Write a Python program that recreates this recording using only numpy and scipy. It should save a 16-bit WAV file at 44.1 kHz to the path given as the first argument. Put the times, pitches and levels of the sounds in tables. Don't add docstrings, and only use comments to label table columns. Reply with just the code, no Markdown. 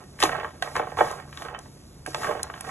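import sys
import numpy as np
from scipy import signal
from scipy.fft import rfft, irfft
from scipy.io import wavfile
from scipy.ndimage import uniform_filter1d

SR = 44100
rng = np.random.default_rng(int(sys.argv[2]) if len(sys.argv) > 2 else 0)


def decibels_to_gain(level_db):
    exponent = np.asarray(level_db, float) / 20
    return 10 ** exponent


def persist_wave(psi):
    counts = np.round(np.clip(psi, -1, 1) * 32767).astype(np.int16)
    wavfile.write(sys.argv[1], SR, np.atleast_2d(counts).T)


N = 119070

# strength in dB, freely ringing time to -60 dB in seconds.
PAN_MODES = [(-10, 0.072), (-4.5, 0.059), (1, 0.051), (-4.5, 0.09), (-3, 0.054), (-1.5, 0.069), (-1, 0.041),
             (-5.5, 0.064), (-2, 0.051), (-1.5, 0.031), (-2.5, 0.044), (-6, 0.034), (-6, 0.082),
             (-8.5, 0.031), (-12, 0.036), (-16, 0.12), (-13.5, 0.074)]


def evened(x):
    return x / np.sqrt(np.mean(x ** 2) + 1e-20)


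def read(points, hz):
    f, value = np.transpose(points)
    return np.interp(np.log(hz + 1), np.log(f + 1), value)


def add(mix, s, sound):
    part = mix[round(s * SR):][:len(sound)]
    part += sound[:len(part)]


def coloured(x, points):
    size = x.shape[-1]
    gain = decibels_to_gain(read(points, np.fft.rfftfreq(size, 1 / SR)))
    return irfft(rfft(x) * gain, size)


def stirring(axis):
    # time in seconds, tumbling in dB, scrape hiss in dB, both before the trim of their layer.
    stir = [(0, -44, -61.5), (.06, -66, -62), (0.183, -59, -61), (0.207, -43.5, -37.5), (0.249, -25.5, -34),
            (.3, -28.5, -49.5), (.4, -36.5, -61), (.47, -40.5, -60.5), (.52, -48.5, -62), (0.608, -59, -62),
            (.635, -37, -48.5), (.68, -39, -54), (0.738, -41.5, -54), (0.763, -24.5, -45), (.83, -41, -61),
            (.9, -44, -58.5), (.96, -50, -60.5), (0.982, -23.5, -46), (1.04, -31.5, -48), (1.1, -34, -48.5),
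            (1.179, -40, -56.5), (1.25, -54.5, -63), (1.33, -53, -59), (1.42, -42, -50), (1.56, -44, -71),
            (1.62, -58.5, -59.5), (1.75, -68, -61.5), (2.05, -68, -62.5), (2.074, -60, -48.5),
            (2.13, -43.5, -52), (2.2, -37.5, -46.5), (2.248, -28.5, -44), (2.31, -31.5, -50.5),
            (2.38, -39, -58), (2.5, -45, -60), (2.62, -47, -56), (2.7, -31.5, -50)]
    return decibels_to_gain(np.interp(np.arange(N) / SR, [row[0] for row in stir], [row[axis] for row in stir]))


def clicks(per_s, spread_db):
    size = decibels_to_gain(spread_db * np.minimum(rng.exponential(1, N), 4))
    return size * (rng.random(N) < per_s / SR) * rng.choice([-1., 1.], N)


def pan_ring(spot_hz, force, ringing, scatter_db):
    pan_hz = [322, 398, 467, 598, 705, 740, 856, 1030, 1122, 1260, 1580, 1810, 1870, 2240, 2630, 3040, 3500]
    hz = np.array(pan_hz)[:, None]
    db, t60 = np.transpose(PAN_MODES)[:, :, None]
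    level_chance, pitch_chance, phase_chance = rng.standard_normal((3, len(PAN_MODES), 1))
    noise = rng.standard_normal(6000)
    t = np.arange(len(noise)) / SR

    reach_octaves = .7 + 1.2 * force
    floor_db = -13
    near = decibels_to_gain(floor_db) + np.exp(-(np.log2(hz / spot_hz) / reach_octaves) ** 2)
    heights = near * decibels_to_gain(db + scatter_db * level_chance)
    rise_cycles, detune = 1.17, .007
    swell = 1 - np.exp(-(t * hz / rise_cycles) ** 2)
    decay = decibels_to_gain(-60 * t / (t60 * ringing))
    turns = hz * (1 + detune * pitch_chance) * t + phase_chance
    modes = heights * decay * swell * np.sin(2 * np.pi * turns)

    clack_db, clack_t60, contact_s = -8, 0.02, 0.00085
    band = signal.butter(3, [spot_hz / 2, spot_hz * 2], "band", fs=SR, output="sos")
    wide = evened(signal.sosfilt(band, noise))
    clack_shape = decibels_to_gain(clack_db - 60 * t / clack_t60) * (1 - np.exp(-(t / contact_s) ** 2))
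    clack = clack_shape * wide * np.linalg.norm(heights)
    sound = modes.sum(0) + clack
    return sound / abs(sound).max()


def kitchen():
    # frequency in Hz, relative density in dB per Hz.
    air = [(15, -27), (25, -15.5), (71, 2.5), (161, -4.5), (229, -5), (280, -6.5), (408, -10), (446, -13.5),
           (2410, -32), (3000, -68), (3750, -32), (5000, -75), (6500, -168), (11000, -120)]
    # centre in Hz, level in dB, width in Hz.
    hum = [(79, -62, 4.8)]
    air_db = -49.5
    hz = np.fft.rfftfreq(N, 1 / SR)
    out = decibels_to_gain(air_db) * evened(coloured(rng.standard_normal(N), air))
    for tone_hz, db, width_hz in hum:
        bell = np.exp(-((hz - tone_hz) / width_hz) ** 2)
        out = out + decibels_to_gain(db) * evened(irfft(rfft(rng.standard_normal(N)) * bell, N))
    return out


def drone():
    # time in seconds, rms level in dB.
    swells = [(0, -58), (.35, -48), (.5, -62), (.7, -52.5), (1., -49.5), (1.1, -64), (1.2, -50),
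              (1.75, -54), (1.82, -75), (1.95, -59), (2.15, -47.5), (2.3, -65), (2.7, -53)]
    drone_hz, waver_hz = 141.3, 2.01
    waver = evened(uniform_filter1d(rng.standard_normal(N), size=4000))
    level = decibels_to_gain(np.interp(np.arange(N) / SR, *np.transpose(swells)))
    turns = np.cumsum(drone_hz + waver_hz * waver) / SR
    return np.sqrt(2) * level * np.sin(2 * np.pi * turns)


def grate():
    # frequency in Hz, relative density in dB per Hz.
    rumble = [(30, -7), (70, -0.5), (150, 1), (300, -7.5), (420, -31)]
    grate_db = -15.5
    movement = uniform_filter1d(stirring(axis=1), size=2000)
    return decibels_to_gain(grate_db) * movement * evened(coloured(rng.standard_normal(N), rumble))


def scrape():
    # frequency in Hz, relative density in dB per Hz.
    hiss = [(1470, -28), (2500, -8), (3150, -6.5), (4880, -1), (6150, -3), (10500, -5.5), (11800, 7.5),
            (12800, -85), (16600, -98), (22000, -120)]
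    grit_share, hiss_db = 0.59, 4.94
    grains = evened(clicks(per_s=2500, spread_db=1))
    grit = grit_share * grains + (1 - grit_share) * rng.standard_normal(N)
    return decibels_to_gain(hiss_db) * stirring(axis=2) * evened(coloured(grit, hiss))


def tumbling():
    nuts_per_s, rub_db, tumble_db = 450, -10, -1.25
    spots = np.geomspace(440, 2300, num=24)
    drive = []
    for _ in spots:
        blows = evened(clicks(nuts_per_s / len(spots), spread_db=4))
        drive.append(blows + decibels_to_gain(rub_db) * rng.standard_normal(N))
    rings = np.array([pan_ring(hz, force=0, ringing=.8, scatter_db=3.5) for hz in spots])
    sound = signal.fftconvolve(stirring(axis=1) * drive, rings / np.linalg.norm(rings), axes=1)
    return decibels_to_gain(tumble_db) * sound[:, :N].sum(0)


def ticks():
    # start in seconds, peak in dB before the trim, tilt in dB per octave around 7 kHz.
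    hard_nuts = [(0.2014, -21, 4), (0.2266, -11.5, -5.5), (0.2349, -9, -6.2), (0.6235, -20.5, -7),
                 (0.7637, -26.5, -9), (1.1124, -24.5, 6.5), (1.3723, -31, -9.5), (1.5889, -32, 0),
                 (2.0627, -25.5, 4), (2.1449, -20, -12), (2.4301, -10.5, 6.6), (2.608, -19, 13.8)]
    # frequency in Hz, relative density in dB per Hz.
    tick_colour = [(1500, -60), (2500, -4), (3640, 5), (6400, 3), (8800, 2.5), (11300, 2), (14500, 5),
                   (16000, -58)]
    trim_db, t60, rise_s = 3., .011, 0.0012
    out, t = np.zeros(N), np.arange(1024) / SR
    shape = decibels_to_gain(-60 * t / t60) * (1 - np.exp(-(t / rise_s) ** 2))
    for s, db, tilt_db in hard_nuts:
        tilted = [(hz, level + tilt_db * np.log2(hz / 7000)) for hz, level in tick_colour]
        crack = coloured(rng.standard_normal(len(t)), tilted) * shape
        add(out, s, decibels_to_gain(db + trim_db) * crack / abs(crack).max())
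    return out


def knocks():
    # start in seconds, peak in dB before the trim, pitch in Hz favoured by the spot that is hit,
    # share of the free ringing time.
    blows = [(0.189, -25.5, 2030, 0.48), (0.202, -17.5, 3250, 1), (0.218, -13.5, 2750, 1),
             (0.225, -5.5, 1800, 0.79), (0.235, -4.5, 510, 0.55), (0.292, -14, 734, 0.3),
             (0.324, -20, 1160, 0.61), (0.33, -16.5, 1130, 0.48), (0.349, -18, 1040, 0.62),
             (0.355, -19.5, 863, 1), (0.402, -25, 980, 1), (0.431, -21, 697, 0.68),
             (0.445, -14, 1150, 0.88), (0.623, -10.5, 1920, 0.57), (0.674, -23, 1030, 1),
             (0.754, -14, 1210, 0.9), (0.763, -12, 790, 0.54), (0.795, -10.5, 760, 0.84),
             (0.824, -19.5, 743, 1), (0.87, -20.5, 760, 0.9), (0.918, -22.5, 760, 0.95),
             (0.97, -20, 1090, 0.78), (1.007, -1, 484, 1), (1.044, -17.5, 710, 1), (1.065, -21, 696, 0.9),
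             (1.111, -21.5, 596, 0.47), (1.133, -25, 607, 1), (1.188, -30, 750, 0.9),
             (1.373, -26.5, 1940, 0.9), (1.42, -22, 1940, 0.47), (1.456, -28, 754, 0.68),
             (1.484, -24, 1690, 1), (1.527, -30, 715, 0.9), (1.546, -19.5, 1680, 0.64),
             (1.584, -35, 1050, 0.81), (1.657, -37.5, 920, 0.8), (2.074, -25.5, 384, 0.72),
             (2.145, -15.5, 1250, 1), (2.179, -27.5, 328, 0.76), (2.214, -27, 776, 1),
             (2.243, -12.5, 1160, 0.9), (2.27, -22, 1120, 0.7), (2.289, -19, 620, 1),
             (2.309, -15.5, 736, 0.9), (2.35, -23, 681, 0.67), (2.4, -27, 770, 0.9),
             (2.467, -32.5, 861, 0.41), (2.499, -19.5, 1160, 0.42), (2.539, -23, 1770, 0.43),
             (2.577, -30.5, 1890, 0.37), (2.641, -31.5, 888, 0.72), (2.684, -28.5, 600, 1),
             (1.327, -28, 1870, 0.41), (2.061, -21.5, 1740, 0.76), (2.607, -28, 1880, 0.44)]
    trim_db = -2.5
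    out = np.zeros(N)
    for s, db, spot_hz, ringing in blows:
        blow = pan_ring(spot_hz, np.sqrt(decibels_to_gain(db)), ringing, scatter_db=3.)
        add(out, s, decibels_to_gain(db + trim_db) * blow)
    return out


def room(x):
    t60, top_hz = 0.18, 3780
    t = np.arange(SR // 3) / SR
    tail = rng.standard_normal((2, len(t))) * decibels_to_gain(-60 * t / t60) * (t > .003)
    dull = signal.lfilter(*signal.butter(2, top_hz, fs=SR), x)
    return signal.fftconvolve(dull[None], tail / np.linalg.norm(tail[0]), axes=1)[:, :N]


def scattered(x):
    t60, half_turns_per_s = .012, 7
    t = np.arange(600) / SR
    paths = rng.standard_normal((3, len(t))) * decibels_to_gain(-60 * t / t60)
    paths = paths / np.linalg.norm(paths, axis=1)[:, None]
    turn = np.pi * (half_turns_per_s * np.arange(N) / SR + np.arange(3)[:, None] / 3)
    fed = np.sqrt(2 / 3) * np.cos(turn) * x
    return signal.oaconvolve(fed, paths, axes=1)[:, :N].sum(0)


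def scene():
    low_cut = signal.butter(6, 289, "high", fs=SR, output="sos")
    pan = signal.sosfilt(low_cut, knocks() + tumbling()) + ticks() + scrape()
    direct = pan + kitchen() + drone() + grate()
    diffuse = scattered(pan) + kitchen()
    room_db = -8
    return np.array([direct, diffuse]) + decibels_to_gain(room_db) * room(pan)


def top_cut(x):
    return signal.sosfilt(signal.butter(12, 12920, fs=SR, output="sos"), x)


def record(dry):
    # frequency in Hz, likeness of the two ports from 0 to 1.
    likeness = [(150, .99), (300, .88), (600, .72), (1500, .72), (3000, .75), (4500, .96), (10000, .97)]
    # frequency in Hz, phase in radians by which the left port leads.
    lead = [(0, 0), (200, 0), (520, -.8), (2300, .8), (4800, np.pi), (9000, 3 * np.pi), (13300, 5 * np.pi)]
    # frequency in Hz, left over right in dB.
    lean = [(250, 0), (420, -2), (700, -5.5), (1100, -5), (1800, -2), (2900, -1.5), (4700, 0)]
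    edge_hz, above_edge_db = 10900, -20.5
    hz = np.fft.rfftfreq(N, 1 / SR)
    direct, diffuse = rfft(dry)
    same = np.clip(read(likeness, hz), 0, 1)
    common = np.sqrt((1 + same) / 2) * direct
    apart = np.sqrt((1 - same) / 2) * diffuse
    turn = decibels_to_gain(read(lean, hz) / 2) * np.exp(.5j * np.interp(hz, *np.transpose(lead)))
    edge = (1 / np.sqrt(1 + (hz / edge_hz) ** 60) + decibels_to_gain(above_edge_db)) * (hz < 15000)
    ports = irfft(np.array([(common + apart) * turn, (common - apart) / turn]) * edge, N)
    return top_cut(ports)


dry = scene()
out = record(dry)
persist_wave(out)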